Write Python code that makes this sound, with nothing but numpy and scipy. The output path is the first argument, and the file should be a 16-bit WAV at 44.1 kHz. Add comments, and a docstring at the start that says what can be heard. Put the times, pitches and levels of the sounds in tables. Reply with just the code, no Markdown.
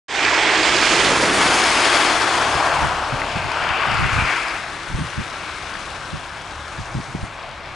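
"""A tractor pushes snow down a driveway with a steel blade; its diesel runs slowly underneath.
0-2.5 s: loud, bright scraping. The edge sticks and slips; the heap groans, crunches, tumbles at 1.2 s.
From 2.5 s: wind puffs thump on the microphone and frozen lumps knock on the blade.
3.2-4.5 s: the edge bites through to the paving and the scraping surges once more, then eases.
Faint steel squeaks at 5 s, a brief exhaust boom at 6.5 s, a last squeak at 7.2 s."""
import sys
import numpy as np
from scipy import signal
from scipy.fft import rfft, irfft, next_fast_len
from scipy.io import wavfile
from scipy.ndimage import uniform_filter1d, map_coordinates

SR = 44100
rng = np.random.default_rng(int(sys.argv[2]) if len(sys.argv) > 2 else 0)


def store_pcm(level_fs):
    """Save levels as 16-bit WAV."""
    pcm = np.round(np.clip(level_fs, -1, 1) * 32767).astype(np.int16)
    wavfile.write(sys.argv[1], SR, np.atleast_2d(pcm).T)


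N = 341775

# Blade at work: (time [s], grind level [dB], loose-snow hiss level [dB])
BLADE_LEVELS = [(0.1, -24.9, -25.5), (0.4, -20.5, -24.5), (0.75, -21.5, -21.5), (1.03, -20.5, -22),
                (1.2, -20.5, -24.5), (1.5, -19.5, -22.5), (2.0, -18.5, -23.0), (2.2, -20, -26.5),
                (2.7, -19, -30.5), (3.05, -24, -35.8), (3.35, -27, -36.5), (3.75, -22, -34.5),
                (4.3, -23, -33.5), (4.75, -33, -40.5), (5.5, -33, -39), (6.3, -34.6, -42.5),
                (7.1, -36.0, -43.5), (7.45, -37.0, -45.4), (7.75, -37.5, -45.1)]
# Fine spray: (time [s], level relative to hiss [dB])
SPRAY_OVER_HISS = [(.4, -9.5), (1.2, -6.5), (2, -7), (3.3, -10.5), (3.85, -13.5), (4.15, -8), (6.6, -8.5),
                   (7.1, -5), (7.5, -13)]
# Scrape brightness: (time [s], upper over lower band [dB])
GRIND_TILT = [(.4, -1), (.8, 1.5), (2.2, 1.5), (3.35, -3), (3.85, 5), (4.3, 6.5), (6.6, 1.5), (7.5, -3.5)]
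RASP_TILT = [(.4, -10), (.75, 2.5), (1.2, -8), (1.7, -2), (2.2, -7), (3.1, 8), (4.3, -2.5), (6.1, 13),
             (7.75, 2)]
# Scrape spectra: (frequency [Hz], density [dB])
GROAN_SPECTRUM = [(60, -26), (170, -16), (255, -6.5), (325, 0.5), (400, -3), (490, -7.5), (700, -12),
                  (1500, -48)]
GRIND_SPECTRUM = [(250, -36), (460, -5), (560, -5.5), (680, -1.5), (860, 2), (1250, 0), (1550, -2),
                  (1850, -5.5), (2600, -19), (6000, -58)]
RASP_SPECTRUM = [(900, -64), (1550, -7.5), (1950, 0), (2250, 0), (2650, -4), (3050, -12), (4200, -40),
                 (9000, -60)]
HISS_SPECTRUM = [(1800, -41), (2700, -3.5), (3300, 2.5), (4000, 2), (4700, -3.5), (5600, -3.5),
                 (6600, -15.5), (8000, -11.5), (11000, -45)]
SPRAY_SPECTRUM = [(4000, -25), (6000, 5), (7200, 1), (8400, -0.5), (9300, -4.5), (10200, -5.5),
                  (11200, -14.5)]
TUMBLE_SPECTRUM = [(70, -25), (125, -5), (175, 0), (280, 2.5), (420, 2.5), (570, 2), (750, -5), (1500, -45)]
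# Steel blade resonances: (frequency [Hz], width [Hz], level [dB])
BLADE_MODES = [(680, 134, -5.5), (883, 210, -28), (1120, 57, -31), (1620, 420, -3), (2060, 780, -18)]
# Edge on paving: (start [s], end [s], rasp boost [dB])
EDGE_BITES = [(0.075, 0.42, 5.5), (3.21, 3.503, 4.5), (3.5, 4.447, 8), (4.7, 5.65, 2), (7.149, 7.8, 3)]
# Heap shoved into a tumble: (time [s], level [dB], half length [s])
HEAP_SHOVES = [(1.23, -23, 0.3), (3.219, -34, 0.11)]
# Lumps caught by the edge: (time [s], relative level [dB], crack offset [dB])
LUMP_HITS = [(2.845, -10, -21), (2.876, -24, -16), (3.217, -3, -28), (3.874, -5, -24), (4.042, -7, -26),
             (4.366, -9, -20), (5.752, -12, -22)]
# Steel squeaks: (time [s], level [dB], half length [s])
STEEL_SQUEAKS = [(5.02, -52, 0.038), (7.24, -57, 0.038)]
# Diesel: (time [s], firing rate [Hz], relative level [dB])
ENGINE_RUN = [(0, 40, -40), (.8, 64, -39.5), (1.3, 36, -34), (2, 38, -39.5), (3.2, 34.6, -34.5),
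              (4.5, 43.3, -46.5), (6.3, 37, -44), (6.65, 37, -44.5), (7, 41, -49), (7.75, 33.5, -45)]
# Exhaust drone: (multiple of firing rate, level [dB])
EXHAUST_HARMONICS = [(1, -3), (2, -1.5), (3, 0), (4, -1.5), (5, -10.5), (6, -12)]
# Exhaust boom at twice the firing rate: (time [s], relative level [dB])
EXHAUST_BOOM = [(6.49, -10), (6.55, 16), (6.75, 13), (6.85, -8)]
# Engine panel resonances: (frequency [Hz], width [Hz], level [dB])
PANEL_MODES = [(560, 69, -2), (675, 75, -3.5), (1110, 160, 0), (1276, 98, -6), (1544, 240, -2.5),
               (2200, 260, -6)]
# Eddies on the microphone: (time [s], level [dB], hold [s], pitch [Hz])
EDDIES = [(2.556, -27.5, 0.011, 120), (2.831, -25.5, 0.033, 105), (3.129, -22, 0.0099, 114),
          (3.361, -23, 0.012, 120), (3.446, -21.5, .005, 105), (3.625, -29.5, 0.0039, 80),
          (3.708, -24.5, 0.0037, 80), (3.886, -27, 0.08, 124.2), (3.998, -21, 0.057, 131.8),
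          (4.132, -22, 0.0086, 87), (4.168, -20.5, 0.022, 114), (4.226, -18.5, .007, 71.8),
          (4.945, -17.5, .008, 90.5), (4.987, -22, 0.033, 138), (5.182, -21.5, 0.018, 145.5),
          (6.134, -26, 0.023, 145), (6.793, -25, 0.017, 119.7), (6.955, -21, 0.023, 145),
          (7.152, -18.5, .001, 170), (7.233, -23, 0.007, 109.8)]
# Slow wind swells: (time [s], level [dB], half length [s])
WIND_GUSTS = [(1.22, -37, .36), (2.2, -39, .08), (2.8, -37.5, 0.29)]
# Wind rumble: (frequency [Hz], density [dB])
WIND_SPECTRUM = [(15, -22), (35, 0.5), (65, -6.5), (110, 3.5), (165, -0.5), (230, -13), (400, -14),
                 (900, -64)]
# Echo off packed snow: (time [s], strength [0-1])
GROUND_ECHO = [(2.9, 0.38), (3.35, 0.36), (3.8, 0.46), (4.3, 0.4), (4.8, 0.13)]
# Packed snow shapes the finest spray: (time [s], top-band gain [dB])
TOP_GAIN = [(.42, -13), (.9, -3), (1.3, 5), (2.2, 5.5), (4, 2), (5.2, 5), (7.5, 1)]
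# Reach of that gain: (frequency [Hz], share [0-1])
TOP_SHARE = [(8000, 0.012), (9200, 0.55), (11000, 1)]
# Tractor direction: (time [s], treble L-R [dB])
TRACTOR_PAN = [(0.95, -3.5), (1.45, 3), (2.15, 6), (5.85, 7), (7.3, 5.5)]
# Camera body shadow: (frequency [Hz], pan multiplier)
BODY_SHADOW = [(200, 0.14), (450, 0.094), (1000, 0.58), (2200, 1), (4500, 1.12), (9000, 2.02)]
# Duller left microphone port: (frequency [Hz], L-R [dB])
PORT_BALANCE = [(4500, -0.5), (8000, -6)]
# Stereo likeness of the tractor: (frequency [Hz], L-R correlation [0-1])
COHERENCE = [(100, 1), (400, 0.96), (1000, 0.94), (2200, 0.91), (4500, 0.9), (9000, 0.86)]


def plough(groan_follows_grind=0.27, unload_db_per_db=0.18, settle_s=0.85):
    """The edge sticks and slips; each slip crushes snow in all bands at once."""
    grind_db, hiss_db = curves(BLADE_LEVELS)
    fine_db, = curves(SPRAY_OVER_HISS)
    bite_db = edge_bite()
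    groan_db = hiss_db + groan_follows_grind * (grind_db - hiss_db) - 5 - unload_db_per_db * bite_db
    rasp_db = hiss_db + 1.9 + bite_db
    groan_tilt_db = -2.5 + 12 * np.exp(-clock() / settle_s)  # starts high, settles lower
    grind_tilt_db, = curves(GRIND_TILT)
    rasp_tilt_db, = curves(RASP_TILT)
    hiss_tilt_db = 0.76 * (fine_db + 8)  # more spray, finer hiss
    slip = unit(0.76 * wobble(20) + 1.1 * wobble(60) + 0.3 * wobble(190))
    groan = on_blade(GROAN_SPECTRUM, crunch(rate_hz=500, spread_db=2, share=0.28))
    groan = tilted(groan, groan_tilt_db, pivot_hz=290)
    grind = on_blade(GRIND_SPECTRUM, crunch(rate_hz=1200, spread_db=2, share=0.29), ring=0.82)
    grind = tilted(grind, grind_tilt_db, pivot_hz=1060)
    rasp = on_blade(RASP_SPECTRUM, crunch(rate_hz=1500, spread_db=2.5, share=0.33), ring=0.23)
    rasp = tilted(rasp, rasp_tilt_db, pivot_hz=2310)
    hiss = on_blade(HISS_SPECTRUM, crunch(rate_hz=2600, spread_db=1.5, share=0.16))
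    hiss = tilted(hiss, hiss_tilt_db, pivot_hz=4300)
    spray = on_blade(SPRAY_SPECTRUM, crunch(rate_hz=4200, spread_db=2.5, share=0.44))
    tumble = on_blade(TUMBLE_SPECTRUM, crunch(rate_hz=300, spread_db=0.5, share=0.28))
    tumble *= swells(HEAP_SHOVES)
    heavy = amp(groan_db) * groan + amp(grind_db - 0.52) * grind + amp(rasp_db) * rasp + tumble
    loose = amp(hiss_db - 0.22) * hiss + amp(hiss_db + fine_db + 0.74 * wobble(45)) * spray
    return amp(0.48 * slip) * heavy + amp(0.68 * slip) * loose


def edge_bite(attack_s=0.19, release_s=0.29):
    """Rasp boost [dB]: the edge catches the paving, holds, lets go."""
    t = clock()
    return np.max([db * np.clip(np.minimum((t - start_s) / attack_s, 1 - (t - end_s) / release_s), 0, 1)
                   for start_s, end_s, db in EDGE_BITES], axis=0)


def crunch(rate_hz, spread_db, share):
    """Snow crystals break: uneven fractures carry a share of the power, a smooth rush the rest."""
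    breaks = (rng.random((2, N)) < rate_hz / SR) * noise_pair() * amp(spread_db * noise_pair())
    return np.sqrt(share) * unit(breaks) + np.sqrt(1 - share) * noise_pair()


def on_blade(spectrum, excitation, ring=0.1):
    """Stereo excitation shaped by a spectrum and lifted at the blade's resonances."""
    colour = lambda hz: amp(along(spectrum, hz)) * (1 + ring * resonances(BLADE_MODES, hz))
    return stereo(excitation, colour, COHERENCE)


def crackle(rate_hz=35, decay_s=0.00052):
    """Bits of crust snap at random, following the hiss level."""
    _, hiss_db = curves(BLADE_LEVELS)
    snaps = (rng.random(N) < rate_hz / SR) * amp(2.1 * rng.standard_normal(N))
    bursts = signal.lfilter([1], [1, -np.exp(-1 / (decay_s * SR))], snaps)
    crust = on_blade([(900, -19), (2000, -18), (3200, -1), (5000, -2), (11000, -31)], noise_pair(), 0.2)
    return amp(hiss_db - 11) * unit(bursts * crust)


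def lumps(rise_s=0.00055, knock_t60_s=0.035, crack_t60_s=0.017):
    """Frozen lumps knock on the blade and crack; snow damps the ring at once."""
    knock_gain, crack_gain = np.zeros(N), np.zeros(N)
    for at_s, db, crack_db in LUMP_HITS:
        age_s = clock() - at_s
        onset = np.clip(age_s / rise_s, 0, 1)
        knock_gain += onset * amp(db - 10 - 60 * abs(age_s) / knock_t60_s)
        crack_gain += onset * amp(db + crack_db - 16 - 60 * abs(age_s) / crack_t60_s)
    knock = on_blade([(300, -38), (900, 14), (2200, 13), (5000, -20), (11000, -67)], noise_pair(), 1.9)
    crack = on_blade([(1000, -25), (3200, 13), (6000, -9), (11000, -29)], noise_pair())
    return knock_gain * knock + crack_gain * crack


def squeaks(pitch_hz=8950, width_hz=130):
    """Rubbing steel: a faint, narrow whistle."""
    band = lambda hz: np.exp(-((hz - pitch_hz) / width_hz) ** 2)
    return swells(STEEL_SQUEAKS) * stereo(noise_pair(), band, COHERENCE)


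def diesel():
    """Uneven firings drone in the exhaust; each rattles the engine panels."""
    firing_hz, level_db = curves(ENGINE_RUN)
    boom_db, = curves(EXHAUST_BOOM)
    phase = 2 * np.pi * np.cumsum(firing_hz * (1 + 0.0095 * wobble(9))) / SR
    drone = unit(sum(amp(db + 3.2 * wobble(3.2)) * np.sin(k * phase) for k, db in EXHAUST_HARMONICS))
    boom = amp(boom_db - 6) * np.sin(2 * phase)
    panels = stereo(noise_pair(), lambda hz: resonances(PANEL_MODES, hz), COHERENCE)
    rattle = unit(np.exp(0.16 * np.cos(phase)) * panels)
    return amp(level_db - 4) * (drone + boom) + amp(-40.5) * rattle


def wind_rumble(calm_db=-50, wake_offset_db=-17.5, wake_half_s=0.076):
    """Wind on the microphone ports; swells in gusts and around each eddy."""
    gusts = swells(WIND_GUSTS)
    wakes = swells((at_s + hold_s / 2, db + wake_offset_db, wake_half_s)
                   for at_s, db, hold_s, _ in EDDIES)
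    rumble = stereo(noise_pair(), lambda hz: amp(along(WIND_SPECTRUM, hz)), [(40, 0.9), (160, 0.43)])
    return np.sqrt(amp(calm_db) ** 2 + gusts ** 2 + wakes ** 2) * amp(2.5 * wobble(22)) * rumble


def wind_puffs():
    """Eddies hit the microphone and flutter out in uneven cycles; longer ones rise and die slower."""
    out = np.zeros((2, N))
    warped_s = np.cumsum(np.exp(0.35 * wobble(260))) / SR
    flutter = amp(2.3 * wobble(90))
    for at_s, db, hold_s, hz in EDDIES:
        start_rad = rng.uniform(0, 2 * np.pi)
        skew_rad = rng.normal(0.6, 0.2)  # one port is reached first
        near = abs(clock() - at_s) < 0.25
        age_s = clock()[near] - at_s
        attack_s, decay_s = 0.0045 + 0.17 * hold_s, 0.0083 + 0.44 * hold_s
        rise = np.exp(-(age_s / attack_s) ** 2)
        fall = np.exp(-np.maximum(age_s - hold_s, 0) / decay_s)
        envelope = np.where(age_s < 0, rise, fall)
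        phase = 2 * np.pi * hz * warped_s[near] + start_rad + np.array([[skew_rad], [-skew_rad]])
        # larger and smaller whirls ride along
        whirls = 0.45 * np.sin(0.48 * phase) + np.sin(phase) + 0.45 * envelope * np.sin(1.8 * phase)
        out[:, near] += amp(db + 0.7) * envelope * flutter[near] * whirls
    return out


def air():
    """Deep, steady outdoor rumble."""
    spectrum = [(15, -28), (35, -9.5), (55, -7.5), (85, -10), (200, -17), (600, -50)]
    gain = amp(-46 + 2.4 * wobble(4.2))
    return gain * stereo(noise_pair(), lambda hz: amp(along(spectrum, hz)), [(40, 0.98), (160, 0.83)])


def ground_echo(x, delay_s=0.000517):
    """A grazing echo off the snow arrives inverted and hollows the sound."""
    strength, = curves(GROUND_ECHO)
    bounce = lambda hz: np.exp(-2j * np.pi * hz * delay_s) * hz / (hz + 700) / (1 + (hz / 7000) ** 4)
    return x - strength * filtered(x, bounce)


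def yard(x, patch_db=0.8):
    """Shifting snow and wall reflections recolour the tractor; the camera body shades the far side."""
    hz, t, bins = signal.stft(x, SR, nperseg=512)
    patches = uniform_filter1d(rng.standard_normal(bins.shape[1:]), size=5, axis=0)
    patches = unit(uniform_filter1d(patches, size=14, axis=1))
    top_db = along(TOP_SHARE, hz)[:, None] * np.interp(t, *np.transpose(TOP_GAIN))
    pan_db = along(BODY_SHADOW, hz)[:, None] * np.interp(t, *np.transpose(TRACTOR_PAN))
    pan_db += along(PORT_BALANCE, hz)[:, None]
    sides = amp(np.array([pan_db, -pan_db]) / 2)
    coloured = bins * amp(top_db + patch_db * patches) * sides / sides.mean(axis=0)
    return signal.istft(coloured, SR, nperseg=512)[1][:, :N]


def amp(db):
    """dB to gain."""
    return 10 ** (np.asarray(db) / 20)


def unit(x):
    """Scale to rms 1."""
    return x / np.sqrt(np.mean(x ** 2) + 1e-20)


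def clock():
    """Sample times [s]."""
    return np.arange(N) / SR


def noise_pair():
    """Two independent white noises."""
    return rng.standard_normal((2, N))


def along(points, hz):
    """Interpolate (frequency [Hz], value) on a log axis."""
    knots_hz, values = np.transpose(points)
    return np.interp(np.log(hz + 1), np.log(knots_hz + 1), values)


def curves(rows):
    """Per-sample curve for each column after time [s]."""
    times_s, *columns = np.transpose(rows)
    return [np.interp(clock(), times_s, column) for column in columns]


def swells(rows):
    """Bell-shaped gains from (time [s], level [dB], half length [s])."""
    return sum(amp(db) * np.exp(-((clock() - at_s) / half_s) ** 2) for at_s, db, half_s in rows)


def wobble(rate_hz):
    """Smooth random curve, rate_hz knots a second."""
    return map_coordinates(rng.standard_normal(int(N * rate_hz / SR) + 4), [clock() * rate_hz])


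def resonances(modes, hz):
    """Summed peaks from (frequency [Hz], width [Hz], level [dB])."""
    return sum(amp(db) / (1 + (2 * (hz - peak_hz) / width_hz) ** 2) for peak_hz, width_hz, db in modes)


def filtered(x, response):
    """Apply a frequency response."""
    size = next_fast_len(N + SR // 2)
    return irfft(rfft(x, size) * response(np.fft.rfftfreq(size, 1 / SR)), size)[..., :N]


def tilted(x, tilt_db, pivot_hz):
    """Shift weight across a pivot at roughly constant power."""
    low = filtered(x, lambda hz: 1 / (1 + (hz / pivot_hz) ** 8))
    down, up = amp(-tilt_db / 2), amp(tilt_db / 2)
    return (down * low + up * (x - low)) / np.sqrt((down ** 2 + up ** 2) / 2)


def stereo(pair, colour, coherence):
    """Independent pair to coloured L/R, rms 1; coherence: (frequency [Hz], correlation)."""
    angle = lambda hz: np.arccos(np.clip(along(coherence, hz), -1, 1)) / 2
    mid, side = filtered(pair, lambda hz: colour(hz) * np.array([np.cos(angle(hz)), np.sin(angle(hz))]))
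    return unit(np.array([mid + side, mid - side]))


def scene():
    """Tractor in the yard, wind at the microphone, outdoor rumble."""
    tractor = plough() + crackle() + lumps() + squeaks() + diesel()
    return yard(ground_echo(tractor)) + wind_rumble() + wind_puffs() + air()


def record(dry, open_s=0.082, fade_s=0.15, ceiling=0.9, cutoff_hz=11100):
    """Fade-in, soft peak limit, steep low-pass."""
    faded = dry * np.clip((clock() - open_s) / fade_s, 0, 1) ** 0.52
    rounded = faded / (1 + (faded / ceiling) ** 8) ** (1 / 8)
    return filtered(rounded, lambda hz: 1 / np.sqrt(1 + np.minimum(hz / cutoff_hz, 2) ** 600))


dry = scene()
out = record(dry)
store_pcm(out)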